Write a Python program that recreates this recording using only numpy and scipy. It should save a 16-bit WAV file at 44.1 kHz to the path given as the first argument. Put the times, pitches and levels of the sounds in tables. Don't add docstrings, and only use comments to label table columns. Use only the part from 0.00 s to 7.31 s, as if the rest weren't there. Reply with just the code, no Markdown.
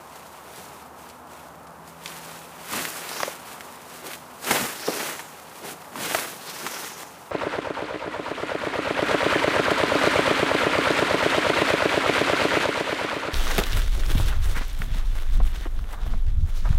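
import sys
import numpy as np
from scipy import signal
from scipy.fft import rfft, irfft, next_fast_len
from scipy.io import wavfile
from scipy.ndimage import map_coordinates

SR = 44100
rng = np.random.default_rng(int(sys.argv[2]) if len(sys.argv) > 2 else 0)


def to_wav(s):
    ch = np.atleast_2d(s).T
    pcm = np.round(np.clip(ch, -1, 1) * 32767)
    wavfile.write(sys.argv[1], SR, pcm.astype(np.int16))


N = 322371
TIME = np.arange(N) / SR

# full speed at t/s, hold/s, relative level/dB
UPSWINGS = [(2.755, 0.054, -33.5), (4.519, 0.055, -28.5), (6.045, .15, -33.5)]
# full speed at t/s, hold/s, relative level/dB
FLIGHTS = [(3.13, 0.15, -40), (4.96, 0.14, -36.5), (6.65, 0.22, -40.5)]
# full speed at t/s, hold/s, relative level/dB
DRAGS = [(4.065, 0.08, -42.5), (5.665, 0.056, -41), (7.015, 0.011, -43.5)]
# full speed at t/s, hold/s, relative level/dB
HAND_PULLS = [(.14, 0.025, -52.5), (.31, .01, -58), (.49, .32, -53.5), (.57, 0.025, -49), (1.0, .1, -54),
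              (1.32, .12, -54.5), (1.89, 0.0092, -54), (2.06, 0.3, -47), (2.61, 0.042, -50),
              (2.96, .02, -42.5), (3.49, 0.019, -46.5), (3.74, .01, -52), (3.94, .02, -47),
              (5.58, .01, -49.5), (5.83, 0.012, -57), (6.47, 0.042, -44)]
# t/s, relative level/dB
STIR_LEVELS = [(0, -57.5), (.4, -54.5), (.9, -68), (1.8, -62.5), (2.4, -52), (7.3, -57)]
# t/s, level/dB, f/Hz, ripple decay/s
TAUT_SNAPS = [(2.0598, -16, 2450, 0.0033), (2.734, -17, 1090, .009), (2.792, -14, 1590, .0027),
              (2.8524, -14, 1890, .0045), (3.115, -20, 896, .0022), (3.203, -16, 980, 0.0092),
              (3.2329, -11, 1190, 0.0024), (3.279, -20.5, 540, 0.0081), (3.608, -21.5, 1700, 0.0035),
              (4.134, -22, 2200, 0.0096), (4.5102, -6.5, 1700, 0.0087), (4.5574, -14.5, 586, 0.0026),
              (4.612, -19, 890, 0.012), (4.8855, -12, 458, 0.002), (5.089, -20.5, 1200, .0048),
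              (5.194, -21, 1430, 0.016), (5.957, -21.5, 900, 0.0059), (6.148, -8.5, 1493, 0.0079),
              (6.6655, -13, 1190, 0.0074), (7.032, -23, 1100, 0.0024)]
# middle t/s, half length/s, level/dB, f/Hz
AIR_PUFFS = [(0.607, 0.025, -48, 170), (2.774, 0.051, -37.5, 213), (4.065, 0.026, -36, 413),
             (4.52, 0.026, -25, 290), (4.625, 0.027, -31, 180), (4.889, 0.016, -27.5, 400),
             (4.977, 0.13, -37.5, 476), (5.68, 0.057, -37.5, 350), (6, 0.073, -39.5, 220),
             (6.66, 0.029, -36.5, 333)]
# middle t/s, half length/s, level/dB, start f/Hz, end f/Hz
WEAVE_ZIPS = [(3.192, 0.09, -38.5, 4740, 6100), (3.232, 0.0014, -24, 4940, 5100),
              (4.892, 0.1, -38, 4800, 5440), (5.08, 0.16, -46, 5870, 7140), (6.482, 0.069, -44, 4250, 4860),
              (6.737, 0.29, -44, 5380, 6250)]
# t/s, peak level/dB
CREASE_FLICKS = [(0.157, -35), (.56, -34), (.649, -38), (.707, -41), (1.098, -35), (1.67, -39.5),
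                 (1.877, -36.5), (2.058, -23), (2.077, -26), (2.311, -33), (3.09, -21), (4.445, -23),
                 (6.034, -21), (6.497, -29)]
# f/Hz, relative level/dB
SLIDE_SPECTRUM = [(300, -22), (1000, -3), (2500, -3.5), (4500, -1.5), (7000, 0), (10000, 0), (15000, -3.5)]
# f/Hz, relative level/dB
FOLD_SPECTRUM = [(50, -48.5), (130, -6), (350, 2.5), (800, 0.5), (1400, 2), (2600, -1.5), (4000, -7),
                 (7000, -19.5), (15000, -23)]
# f/Hz, relative level/dB
CREASE_SPECTRUM = [(500, -24), (2000, 6), (4500, 6), (9000, 2.5), (15000, -11.5)]
# f/Hz, relative level/dB
ROAD_SPECTRUM = [(25, -27), (50, -11), (70, -12), (100, -5), (150, 0.5), (320, -1.5), (550, 2), (900, 5),
                 (1300, 0.5), (2000, -13), (4000, -24), (15000, -25)]
# t/s, firing f/Hz, level/dB of harmonics 1, 2, 3
HIGH_DRONE = [(0, 83.3, -73, -84, -73), (1.1, 82.7, -62.5, -67, -56.5), (1.7, 83.64, -65, -54, -63.5),
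              (2.2, 82, -65, -53, -60.5), (2.8, 83.3, -71, -56.5, -66.5), (4.3, 81.8, -65.5, -63, -56.5),
              (7.3, 82.5, -69, -61.5, -84)]
# t/s, firing f/Hz, level/dB
LOW_DRONE = [(0, 73.5, -66), (2.2, 72, -62.5), (4.2, 71.2, -72), (5.5, 65.2, -77), (7.3, 67.3, -80.5)]


def handling():
    whip = strokes(UPSWINGS, attack_s=.065, release_s=.13)
    settling = from_db(-13.5) ** 2 * strokes(FLIGHTS, attack_s=.064, release_s=.67)
    flight = strokes(FLIGHTS, attack_s=.14, release_s=.078) + settling
    drag = strokes(DRAGS, attack_s=.03, release_s=.022)
    stir_db, = in_time(STIR_LEVELS)
    hands = strokes(HAND_PULLS, attack_s=.046, release_s=.084) + from_db(stir_db) ** 2
    hiss_db = 10 * np.log10(whip + flight + drag + hands)
    crumple = whip * (whip / whip.max()) ** .2
    folds_db = 10 * np.log10(crumple + from_db(.54) ** 2 * flight + drag + from_db(-.55) ** 2 * hands)
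    return hiss_db, np.interp(TIME + .0065, TIME, folds_db)


def strokes(rows, attack_s, release_s):
    power, t = 0, TIME[::SR // 1000]
    for s, hold, db in rows:
        rise = (np.maximum(s - t, 0) / attack_s) ** 1.6
        fall = np.maximum(t - s - hold, 0) / release_s
        power += (from_db(db) * np.exp(-np.minimum(rise + fall, 20))) ** 2
    return np.interp(TIME, t, power)


def sliding(level_db):
    per_s = 1500 * from_db(.8 * (np.clip(level_db, -62, -30) + 35.5))
    friction = rng.standard_normal(N) + from_db(-10) * grains(per_s, spread_db=7.5)
    return from_db(level_db + 2 + 1.2 * drift(70)) * colour(friction, SLIDE_SPECTRUM)


def buckling(level_db):
    per_s = 3500 * from_db(.5 * (np.clip(level_db, -65, -25) + 40))
    pops = grains(per_s, spread_db=-1)
    return from_db(level_db + 2.5 + 1.7 * drift(90)) * colour(pops, FOLD_SPECTRUM)


def hem_jerks(folds_db, hard_db=-11.7, panel_hz=566, flaps_per_s=18, fast_db=-44.5, flap_s=.0022):
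    pops = [(s, db - 4, panel_hz, decay) for s, db, _, decay in TAUT_SNAPS if db > hard_db]
    starts = np.flatnonzero((rng.random(N) < flaps_per_s / SR) & (folds_db > fast_db))
    flap_hz = np.minimum(1120 * 2 ** (.83 * rng.standard_normal(N)), SR / 10)
    flaps = [(i / SR, folds_db[i] + 10, flap_hz[i], flap_s) for i in starts]
    return TAUT_SNAPS + pops + flaps


def snapping(jerks, ripples=12, gap_s=.0012, ripple_db=-4.5, direct_db=-12.5, crack_db=-11):
    out, t = np.zeros(N), TIME[:SR // 20] - .005
    for s, db, hz, decay in jerks:
        lateness, detune = rng.uniform(-1, 1, (2, ripples))
        delays = np.cumsum(gap_s * (1 + lateness / 2))
        sizes = np.r_[1, from_db(ripple_db) * np.exp(-delays / decay) * rng.choice([-1, 1], ripples)]
        pitches = hz * np.r_[1, 2 ** (.42 * detune)]
        phase = 2 * np.pi * pitches[:, None] * (t - np.r_[0, delays][:, None])
        pulses = sizes @ (-phase / (1 + phase ** 2 / 2) ** 3)
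        pop = signal.lfilter(*signal.iirpeak(hz, Q=1.8, fs=SR), pulses) + from_db(direct_db) * pulses
        pop = butter(pop, 2, hz / 4.1, "high")
        fizz = rng.standard_normal(len(t)) * np.exp(-np.abs(t) / decay) * (t > 0)
        snap = pop / np.abs(pop).max() + from_db(crack_db) * butter(fizz, 1, 6000)
        at = round((s + t[0]) * SR)
        out[at:at + len(t)] += from_db(db) * snap[:N - at]
    return out


def billowing():
    out, flutter = np.zeros(N), grains(per_s=1800, spread_db=2.5)
    for middle, half, db, hz in AIR_PUFFS:
        panel = signal.lfilter(*signal.iirpeak(hz, Q=1, fs=SR), flutter + 1e-18)
        panel = butter(panel, 1, [hz / 2, 2 * hz], "band")
        out += from_db(db) * swell(middle, half) * rms_one(panel)
    return out


def zipping(scatter_hz=890):
    out = np.zeros(N)
    scatter = rms_one(butter(rng.standard_normal((2, N)), 2, scatter_hz))
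    for middle, half, db, start_hz, end_hz in WEAVE_ZIPS:
        rib_hz = np.interp(TIME, [middle - half, middle + half], [start_hz, end_hz])
        phase = 2 * np.pi * np.cumsum(rib_hz) / SR
        rasp = scatter[0] * np.sin(phase) + scatter[1] * np.cos(phase)
        out += from_db(db) * swell(middle, half) * rasp
    return out * from_db(2.3 * drift(60))


def crinkling(hiss_db, flicks_per_s=4, soft_db=-43, decay_s=.0068):
    out, t = np.zeros(N), TIME[:SR // 25]
    clicks = colour(grains(per_s=3000, spread_db=-2), CREASE_SPECTRUM)
    flicks = (rng.random(N) < flicks_per_s / SR) & (hiss_db < soft_db)
    chance_flicks = [(i / SR, hiss_db[i] + 10) for i in np.flatnonzero(flicks[:-len(t)])]
    for s, db in CREASE_FLICKS + chance_flicks:
        span = slice(round(s * SR), round(s * SR) + len(t))
        run = clicks[span] * np.exp(-t / decay_s)
        out[span] += from_db(db) * run / np.abs(run).max()
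    return out


def trunk_echo(x, t60_s=.2, tail_db=-46.5, delay_s=.02, top_hz=3500):
    t = TIME[:SR]
    response = from_db(tail_db - 60 * t / t60_s) * rng.standard_normal(len(t)) * (t > delay_s)
    return butter(signal.fftconvolve(x, response)[:N], 1, top_hz)


def traffic(level_db=-44.5):
    return from_db(level_db + .5 * drift(4.56)) * colour(rng.standard_normal(N), ROAD_SPECTRUM)


def engine(rows, waver_db):
    hz, *levels = in_time(rows)
    phase = 2 * np.pi * (np.cumsum(hz) / SR + rng.random())
    gains = [from_db(db + waver_db * drift(4.6)) for db in levels]
    return np.sqrt(2) * sum(gain * np.sin(k * phase) for k, gain in enumerate(gains, 1))


def from_db(db):
    return 10 ** (np.asarray(db) / 20)


def rms_one(x):
    return x / np.sqrt(np.mean(x ** 2) + 1e-20)


def in_time(rows):
    s, *columns = np.transpose(rows)
    return [np.interp(TIME, s, column) for column in columns]


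def swell(middle, half):
    return np.exp(-np.minimum(((TIME - middle) / half) ** 2, 60))


def drift(per_s):
    knots = rng.standard_normal(8192)
    return rms_one(map_coordinates(knots, [TIME * per_s], order=2, mode="wrap"))


def grains(per_s, spread_db):
    sizes = from_db(spread_db * np.minimum(rng.exponential(1, N), 4)) * rng.choice([-1, 1], N)
    return rms_one(sizes * (rng.random(N) < per_s / SR) / np.sqrt(per_s))


def butter(x, order, hz, kind="low"):
    return signal.sosfilt(signal.butter(order, hz, kind, fs=SR, output="sos"), x)


def colour(x, spectrum):
    size = 2 * next_fast_len(N // 2 + SR // 10)
    hz, db = np.transpose(spectrum)
    bin_hz = np.arange(size // 2 + 1) * SR / size
    gain = from_db(np.interp(np.log(bin_hz + 1), np.log(hz), db))
    cepstrum = irfft(np.log(gain))[:size // 2]
    response = np.exp(2 * rfft(cepstrum, size))
    return rms_one(irfft(rfft(x, size) * response)[:N])


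def scene():
    hiss_db, folds_db = handling()
    tarp = sliding(hiss_db) + buckling(folds_db) + billowing() + zipping() + crinkling(hiss_db)
    tarp += snapping(hem_jerks(folds_db))
    distance = traffic() + engine(HIGH_DRONE, waver_db=0) + engine(LOW_DRONE, waver_db=2)
    return (tarp + trunk_echo(tarp) + distance)[None]


def record(dry):
    low_hz, top_hz = 61.3, 15350
    thin = butter(dry, 3, low_hz, "high")
    return signal.sosfilt(signal.ellip(12, .1, 80, top_hz, fs=SR, output="sos"), thin)


dry = scene()
out = record(dry)
to_wav(out)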